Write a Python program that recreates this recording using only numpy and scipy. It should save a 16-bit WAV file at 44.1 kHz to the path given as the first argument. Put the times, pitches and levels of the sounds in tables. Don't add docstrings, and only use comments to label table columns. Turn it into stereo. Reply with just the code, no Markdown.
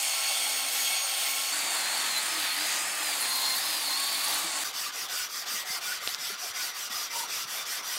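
import sys
import numpy as np
from scipy import signal
from scipy.fft import rfft, irfft
from scipy.io import wavfile
from scipy.ndimage import uniform_filter1d

SR = 44100
rng = np.random.default_rng(int(sys.argv[2]) if len(sys.argv) > 2 else 0)


def output_pcm(signal):
    pcm = np.clip(np.atleast_2d(signal).T, -1, 1) * 32767
    wavfile.write(sys.argv[1], SR, np.round(pcm).astype(np.int16))


N = 351913
TIME = np.arange(N) / SR
CLOSE_END_S, DRILL_END_S = 1.5205, 4.6395
EDGE_HZ = 15800

# shaft_multiple, close_db, far_db
GEAR_TONES = [(5, -53.5, -63), (8, -56, -50.5), (10, -50, -53.5), (13, -63, -49), (20, -52, -56),
              (27, -70, -51.5)]
# carrier_hz, shaft_multiple
SWITCHING_BANDS = [(7710, -4), (7703, 4), (15399, -4)]
SWITCHING_LEVELS = [(-42.5, -40, -48), (-49, -46, -56)]
CLOSE_SHAFT_HZ, CLOSE_WHINE_DB, CLOSE_HUM_DB, CLOSE_FOURTH_DB = 270.8, -42.5, -65, -51.5
PUMP_PERIOD_S, PUMP_PEAK_S, PUMP_DB = 0.376, 0.2, 1.5
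# time_s, shaft_hz, whine_db
FAR_SPEED = [(1.52, 281, -35), (1.62, 288, -46), (1.69, 286, -40), (1.85, 255, -37), (1.92, 273.8, -33.5),
             (2.04, 277, -42), (2.18, 250, -31.5), (2.25, 319, -46), (2.3, 326, -45), (2.36, 323, -43),
             (2.44, 290, -47), (2.52, 265, -32), (2.57, 290, -52), (2.6, 306, -40), (2.82, 306, -43),
             (2.88, 330, -42), (2.98, 330, -50), (3.1, 305, -37), (3.16, 284, -52), (3.23, 261, -38.5),
             (3.45, 264.3, -33), (3.56, 262, -32.5), (3.62, 322, -44), (3.74, 316, -39), (3.84, 284, -40),
             (3.92, 260, -31), (3.99, 276, -35.5), (4.1, 280, -37), (4.2, 268, -42), (4.3, 295, -50),
             (4.4, 297, -54), (4.53, 274, -47), (4.59, 271, -38), (4.64, 306, -50)]
# shaft_hz, level_db
FAR_HUM = [(250, -66), (270, -61), (295, -59.5), (315, -54.5), (332, -67)]
# time_s, level_db
FAR_FOURTH = [(1.52, -51), (1.7, -55), (2.1, -54), (2.2, -67), (3.05, -64), (3.2, -48.5), (3.56, -44.5),
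              (3.62, -54), (3.8, -52), (3.9, -46), (4.25, -45.5), (4.64, -49)]
SMEAR_DB_PER_HZ_S = 0.005

# time_s, body_db, bore_db, rasp_db, grit_db, spit_db
CLOSE_HONE = [(0.06, -43.5, -35.5, -36.5, -32, -41), (0.144, -42.5, -36, -36, -36, -41.5),
              (0.668, -42.5, -35.5, -36, -37, -41), (0.798, -43.5, -34, -34, -34.5, -36.5),
              (1.042, -42.5, -36.5, -36, -39, -43), (1.194, -41.5, -33.5, -35.5, -36, -39),
              (1.5, -43.5, -35.5, -36.5, -36, -41)]
FAR_HONE = [(1.53, -43.5, -36, -37.5, -34, -41), (1.75, -39.5, -36.5, -38, -35.5, -41.5),
            (2.2, -43, -35.5, -36.5, -36, -41), (2.33, -40, -35.5, -36, -36, -39),
            (2.51, -43.5, -35.5, -35, -41, -40), (2.77, -40, -35.5, -37, -36.5, -41),
            (2.81, -41.5, -35.5, -43, -35, -41.5), (3.39, -42, -38.5, -33.5, -39, -37.5),
            (4.17, -43, -38.5, -34.5, -40, -38.5), (4.33, -40.5, -37.5, -32.5, -37.5, -36),
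            (4.54, -41, -40, -38.5, -35.5, -46), (4.63, -43, -37.5, -38, -36, -40)]
# pitch_hz, density_db_per_hz
CLOSE_RASP = [(24, -70), (40, -49), (139, -45), (260, -37.5), (450, -30), (800, -14.5), (1030, -27),
              (1110, -23.5), (1960, -7), (2230, -4.5), (7020, 5.5), (8570, 9.5), (14500, 11), (15600, 5)]
FAR_RASP = [(24, -85), (100, -39), (140, -30), (300, -16.5), (462, -17), (706, -6.5), (1080, -9.5),
            (1390, -6), (1920, -4), (3160, -6), (4260, -3), (5610, -11), (7500, -8), (9010, -9),
            (15600, -18.5)]
# pitch_hz, width_hz, lift_db
CLOSE_BORE = [(795, 85, 0), (2223, 35, 9), (3250, 29, 9), (3490, 54, 8), (4500, 120, 8), (7780, 66, 5),
              (11550, 78, 9)]
FAR_BORE = [(323, 9.2, 4.5), (860, 220, 4), (1110, 79, 4.5), (1315, 13, 1), (1880, 150, 1.5),
            (3550, 240, 2), (4630, 400, 3.5)]
# centre_s, level_db, pitch_hz
HONE_SPITS = [(1.57, -36, 9350), (1.979, -37, 10500), (2.18, -36, 10900), (3.214, -31.5, 10300),
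              (3.295, -38, 11000), (3.365, -35, 11500), (3.5, -38, 10500), (3.561, -35, 11800),
              (3.83, -37, 11000), (4.25, -35, 10500), (4.39, -38, 12500)]
# start_s, end_s, pitch_hz, final_sag_hz, level_db
WALL_SQUEAL = (1.96, 3.1, 1270, 99.5, -48.5)
# centre_s, half_length_s, pitch_hz, width_hz, level_db
BALL_SWISH = (2.76, 0.09, 7200, 1600, -36)

# turn_s, pressure_db, high_ring_db, low_ring_db, low_ring_hz
STONE_TURNS = [(4.554, -37.5, -56, -50, 1190), (4.724, -37.5, -52, -49, 1190), (4.916, -38, -45, -51, 1190),
               (5.078, -37, -45, -43.5, 1470), (5.284, -39.5, -47, -51, 1190), (5.452, -37, -47, -48, 1193),
               (5.646, -37, -54, -64, 1190), (5.802, -37.5, -53, -44, 1464), (5.997, -38.5, -53, -51, 1190),
               (6.172, -39.5, -48, -49, 1400), (6.37, -39, -45, -68, 1190), (6.53, -38, -44, -48, 1462),
               (6.731, -39, -48, -50, 1190), (6.892, -38.5, -43, -50, 1205), (7.095, -37, -43, -46, 937),
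               (7.271, -38, -45, -60, 1300), (7.463, -37.5, -46, -60, 1190), (7.649, -37.5, -48, -55, 1466),
               (7.82, -37, -42, -58, 1480), (8.01, -37, -47, -54, 1190)]
# body_db, middle_db, scrape_db, grit_db, lean (-1 to 1)
PUSH_STROKE = (-6.5, -2.5, -0.5, -1, 0.65)
PULL_STROKE = (-6, -1, 1, -0.5, 0)
# pitch_hz, density_db_per_hz
STONE_SCRAPE = [(24, -60), (60, -35), (623, -14.5), (862, -14), (1190, -6.5), (1690, -6.5), (3500, -1.5),
                (4100, -4.5), (4500, 1.5), (6100, -2), (6800, -8), (10700, -15), (13100, -12.5),
                (15600, -19.5)]
# pitch_hz, width_hz, lift_db
DECK_MODES = [(750, 90, 4.5), (1916, 46, 7.5), (2062, 42, 8), (2350, 40, 6.5), (3480, 21, 8),
              (4700, 160, 2), (5120, 360, 3)]
HIGH_RING_HZ, HIGH_RING_WIDTH_HZ, LOW_RING_WIDTH_HZ = 5810, 70, 40

# start_s, peak_db, pitch_hz
CHIPS = [(6.0755, -11.5, 3750), (6.092, -19, 3900), (6.1402, -22, 5200), (6.1472, -13, 4960)]
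# start_s, peak_db, pitch_hz, cycles
BUMPS = [(4.44, -48, 185, 6), (4.44, -41, 329, 8.2), (5.2, -56, 70, 1.6), (5.536, -50, 210, 4),
         (5.7, -46, 180, 1.5), (6.05, -57, 79.8, 2.2), (6.0748, -31.5, 510, 1), (6.218, -52, 269, 4),
         (6.3, -41, 410, 5.2), (6.32, -51, 206, 4.8), (6.5, -55, 100, 1.5), (6.901, -48, 230.6, 2.8),
         (7.45, -54, 149, 2)]
# pitch_hz, level_db
LOW_HUMS = [(143, -74.5), (190, -71), (232, -70.5)]
# pitch_hz, density_db_per_hz
SHOP_COLOUR = [(24, -61), (40, -17), (623, -8), (841, -5.5), (1190, -1), (3950, 0.5), (4710, -5.5),
               (7020, -6), (13100, -26), (15600, -22)]
SHOP_DB = -48.5


def motor(shaft_hz, whine_db, hum_db, fourth_db, place):
    whine_gain = amp(whine_db + 2.0 * drift(60) + 0.93 * drift(6))
    lines = whine_gain * tone(16 * shaft_hz, blur_hz=12.4)
    lines += amp(hum_db + 3.3 * drift(8)) * tone(shaft_hz, blur_hz=1.74)
    fourth_gain = amp(fourth_db + 1.9 * drift(30) + 1.7 * drift(6))
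    lines += fourth_gain * tone(4 * shaft_hz, blur_hz=3.4)
    for multiple, *level_db in GEAR_TONES:
        lines += amp(level_db[place] + 3.3 * drift(12)) * tone(multiple * shaft_hz, blur_hz=8.1)
    for (carrier_hz, multiple), level_db in zip(SWITCHING_BANDS, SWITCHING_LEVELS[place]):
        gain = amp(level_db + 1.8 * drift(40) + 2.0 * drift(8))
        lines += gain * tone(carrier_hz + multiple * shaft_hz, blur_hz=5.3)
    return lines


def motor_close():
    pump_db = PUMP_DB * np.cos(2 * np.pi * (TIME - PUMP_PEAK_S) / PUMP_PERIOD_S)
    lines = motor(CLOSE_SHAFT_HZ, CLOSE_WHINE_DB, CLOSE_HUM_DB, CLOSE_FOURTH_DB, place=0)
    return amp(pump_db) * lines


def motor_far():
    shaft_hz, whine_db = columns(FAR_SPEED, TIME)
    shaft_hz = uniform_filter1d(shaft_hz, size=800)
    smear_db = -SMEAR_DB_PER_HZ_S * abs(np.gradient(shaft_hz) * SR)
    fourth_db, = columns(FAR_FOURTH, TIME)
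    return amp(smear_db) * motor(shaft_hz, whine_db, read(FAR_HUM, shaft_hz), fourth_db, place=1)


def hone(rows, spectrum, modes):
    body_db, bore_db, rasp_db, grit_db, spit_db = columns(rows, TIME)
    noise = coloured(spectrum, modes, size=2048, patchy_db=1.02, mode_swing=0.4)
    grains_db = gritty(0.67, grain_s=0.002)
    skips_db = gritty(1.28, grain_s=0.0072)
    levels_db = [body_db, bore_db + grains_db, rasp_db + grains_db,
                 grit_db + grains_db + 0.38 * skips_db, spit_db + grains_db + skips_db]
    return amp(0.51 * drift(6)) * shaped(noise, [400, 1400, 3400, 6000, 9500, 15500], levels_db)


def spits(length_s=0.0087, width_hz=1500):
    out = np.zeros(N)
    t = np.arange(-1300, 1300) / SR
    envelope = np.exp(-.5 * (t / length_s) ** 2)
    smoother = np.hanning(int(SR / width_hz))
    for centre_s, level_db, hz in HONE_SPITS:
        grains = rng.standard_normal(len(t)) * rng.exponential(1, len(t))
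        grains = np.convolve(grains, smoother, "same")
        bright = evened(grains * np.cos(2 * np.pi * hz * t))
        out[round(centre_s * SR) - 1300:][:len(t)] += amp(level_db) * bright * envelope
    return out


def squeal():
    start, end, hz, sag_hz, level_db = WALL_SQUEAL
    u = np.clip((TIME - start) / (end - start), 0, 1)
    line = tone(hz - sag_hz * u ** 2.6, blur_hz=5.6)
    return amp(level_db + 3.5 * drift(30)) * line * between(start, end, fade_s=0.092)


def swish():
    centre_s, length_s, hz, width_hz, level_db = BALL_SWISH
    envelope = np.exp(-.5 * ((TIME - centre_s) / length_s) ** 2)
    return amp(level_db) * ringing(hz, width_hz) * envelope


def stone():
    turn, *strokes = np.transpose(STONE_TURNS)
    k = np.clip(np.searchsorted(turn, TIME) - 1, 0, len(turn) - 2)
    u = np.clip((TIME - turn[k]) / (turn[k + 1] - turn[k]), 0, 1)
    pressure_db, high_db, low_db = (uniform_filter1d(c[k], 600) for c in strokes[:3])
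    low_ring_hz = strokes[3][k]
    directions = np.transpose([PUSH_STROKE, PULL_STROKE])
    body_db, middle_db, scrape_db, grit_db, lean = (uniform_filter1d(c[k % 2], 600) for c in directions)
    speed_db = 20 * np.log10(np.sin(np.pi * u ** 0.89) + 0.014)
    bite_db = 20 * np.log10(np.sin(np.pi * u ** 0.96) + 0.05)
    noise = coloured(STONE_SCRAPE, DECK_MODES, size=2048, patchy_db=2.5, mode_swing=0.92)
    grains_db = gritty(0.27, grain_s=0.0018)
    levels_db = [body_db + 0.13 * speed_db, middle_db + 0.32 * speed_db + grains_db,
                 scrape_db + 0.59 * speed_db + grains_db, grit_db + 0.79 * bite_db + grains_db]
    scrape = amp(pressure_db) * shaped(noise, [600, 1700, 4200, 7000, 15500], levels_db)
    rings = amp(high_db + 2.9 * drift(30)) * ringing(HIGH_RING_HZ, HIGH_RING_WIDTH_HZ)
    rings += amp(low_db + 4.4 * drift(30)) * ringing(low_ring_hz, LOW_RING_WIDTH_HZ)
    lean_db = 5.3 * lean * (u - .5)
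    return amp(lean_db) * (scrape + amp(0.35 * speed_db - 1.0) * rings)


def blow(start_s, peak_db, hz, cycles):
    u = np.clip(TIME - start_s, 0, 1) * hz / cycles
    envelope = np.e * 3 * u * np.exp(-3 * u)
    return amp(peak_db) * envelope * np.sin(2 * np.pi * cycles * u)


def hums():
    out = np.zeros(N)
    for hz, level_db in LOW_HUMS:
        out += amp(level_db + 3.5 * drift(8)) * tone(hz * (1 + 0.0203 * drift(3)), blur_hz=2.43)
    return out


def shop():
    return amp(SHOP_DB) * evened(coloured(SHOP_COLOUR, [], size=1024, patchy_db=3.5, mode_swing=0))


def amp(db):
    return 10 ** (np.asarray(db) / 20)


def evened(x):
    return x / np.sqrt(np.mean(x ** 2) + 1e-20)


def read(points, hz):
    f, value = np.transpose(points)
    return np.interp(np.log(hz + 1), np.log(f + 1), value)


def columns(rows, t):
    s, *rest = np.transpose(rows)
    return [np.interp(t, s, c) for c in rest]


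def drift(rate_hz):
    rates = np.geomspace(rate_hz / 10, rate_hz, num=20)
    return evened(sum(np.sin(2 * np.pi * (f * TIME + rng.random())) for f in rates))


def between(t0, t1, fade_s=0.00096):
    return np.clip(np.minimum(TIME - t0, t1 - TIME) / fade_s, 0, 1)


def tone(hz, blur_hz):
    steps = uniform_filter1d(uniform_filter1d(rng.standard_normal(N), size=150), size=150)
    wander = np.cumsum(steps) * np.sqrt(2 * np.pi * blur_hz / SR)
    return np.sqrt(2) * np.sin(2 * np.pi * np.cumsum(hz * np.ones(N)) / SR + wander)


def ringing(hz, width_hz):
    a, b = uniform_filter1d(rng.standard_normal((2, N)), int(SR / width_hz / 2))
    turn = 2 * np.pi * np.cumsum(hz * np.ones(N)) / SR
    return evened(a * np.cos(turn) + b * np.sin(turn))


def gritty(spread_db, grain_s):
    jolts = rng.exponential(1, N) ** 2
    smooth = uniform_filter1d(jolts - jolts.mean(), max(int(grain_s * SR), 1))
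    db = spread_db * evened(smooth)
    return db - 10 * np.log10(np.mean(amp(db) ** 2))


def coloured(spectrum, modes, size, patchy_db, mode_swing):
    frames = 4 * N // size + 8
    hz = np.fft.rfftfreq(size, 1 / SR)
    a, b, patches = rng.standard_normal((frames, len(hz), 3)).T
    patches = uniform_filter1d(patches, size // 100, 0)
    patches = evened(uniform_filter1d(patches, 8000 // size, 1))
    field_db = read(spectrum, hz)[:, None] + patchy_db * patches
    for f, width, lift_db in modes:
        swing = np.tanh(evened(uniform_filter1d(rng.standard_normal(frames), 20000 // size)))
        peak = 1 / (1 + (2 * (hz[:, None] - f) / width) ** 2)
        field_db += lift_db * peak * (1 + mode_swing * swing)
    return signal.istft((a + 1j * b) * amp(field_db), nperseg=size, noverlap=3 * size // 4)[1][:N]


def shaped(x, edges_hz, levels_db):
    z, hz, out = rfft(x), np.fft.rfftfreq(N, 1 / SR), np.zeros(N)
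    for k, level_db in enumerate(levels_db):
        low, high = edges_hz[k], edges_hz[k + 1]
        unit = irfft(z * (hz > low) * (hz <= high), N).std()
        over_low = 1 / (1 + (low / (hz + 1)) ** 12) if k else 1
        over_high = 1 / (1 + (high / (hz + 1)) ** 12) if k < len(levels_db) - 1 else 0
        out += irfft(z * (over_low - over_high), N) / unit * amp(level_db)
    return out


def scene():
    close = motor_close() + hone(CLOSE_HONE, CLOSE_RASP, CLOSE_BORE)
    far = motor_far() + hone(FAR_HONE, FAR_RASP, FAR_BORE) + squeal() + swish() + hums()
    drill = close * between(0, CLOSE_END_S) + far * between(CLOSE_END_S, DRILL_END_S) + spits()
    deck = (stone() + shop()) * between(DRILL_END_S, 9, fade_s=0.0065)
    chips = sum(blow(*row, cycles=1.9) for row in CHIPS)
    bumps = sum(blow(*row) for row in BUMPS)
    return np.array([drill + deck + chips + bumps] * 2)


def record(dry):
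    thinned = signal.lfilter(*signal.butter(1, 60, "high", fs=SR), dry)
    band_limit = signal.firwin(1023, EDGE_HZ, window=("kaiser", 10), fs=SR)
    return signal.oaconvolve(thinned, band_limit[None], "same")


dry = scene()
out = record(dry)
output_pcm(out)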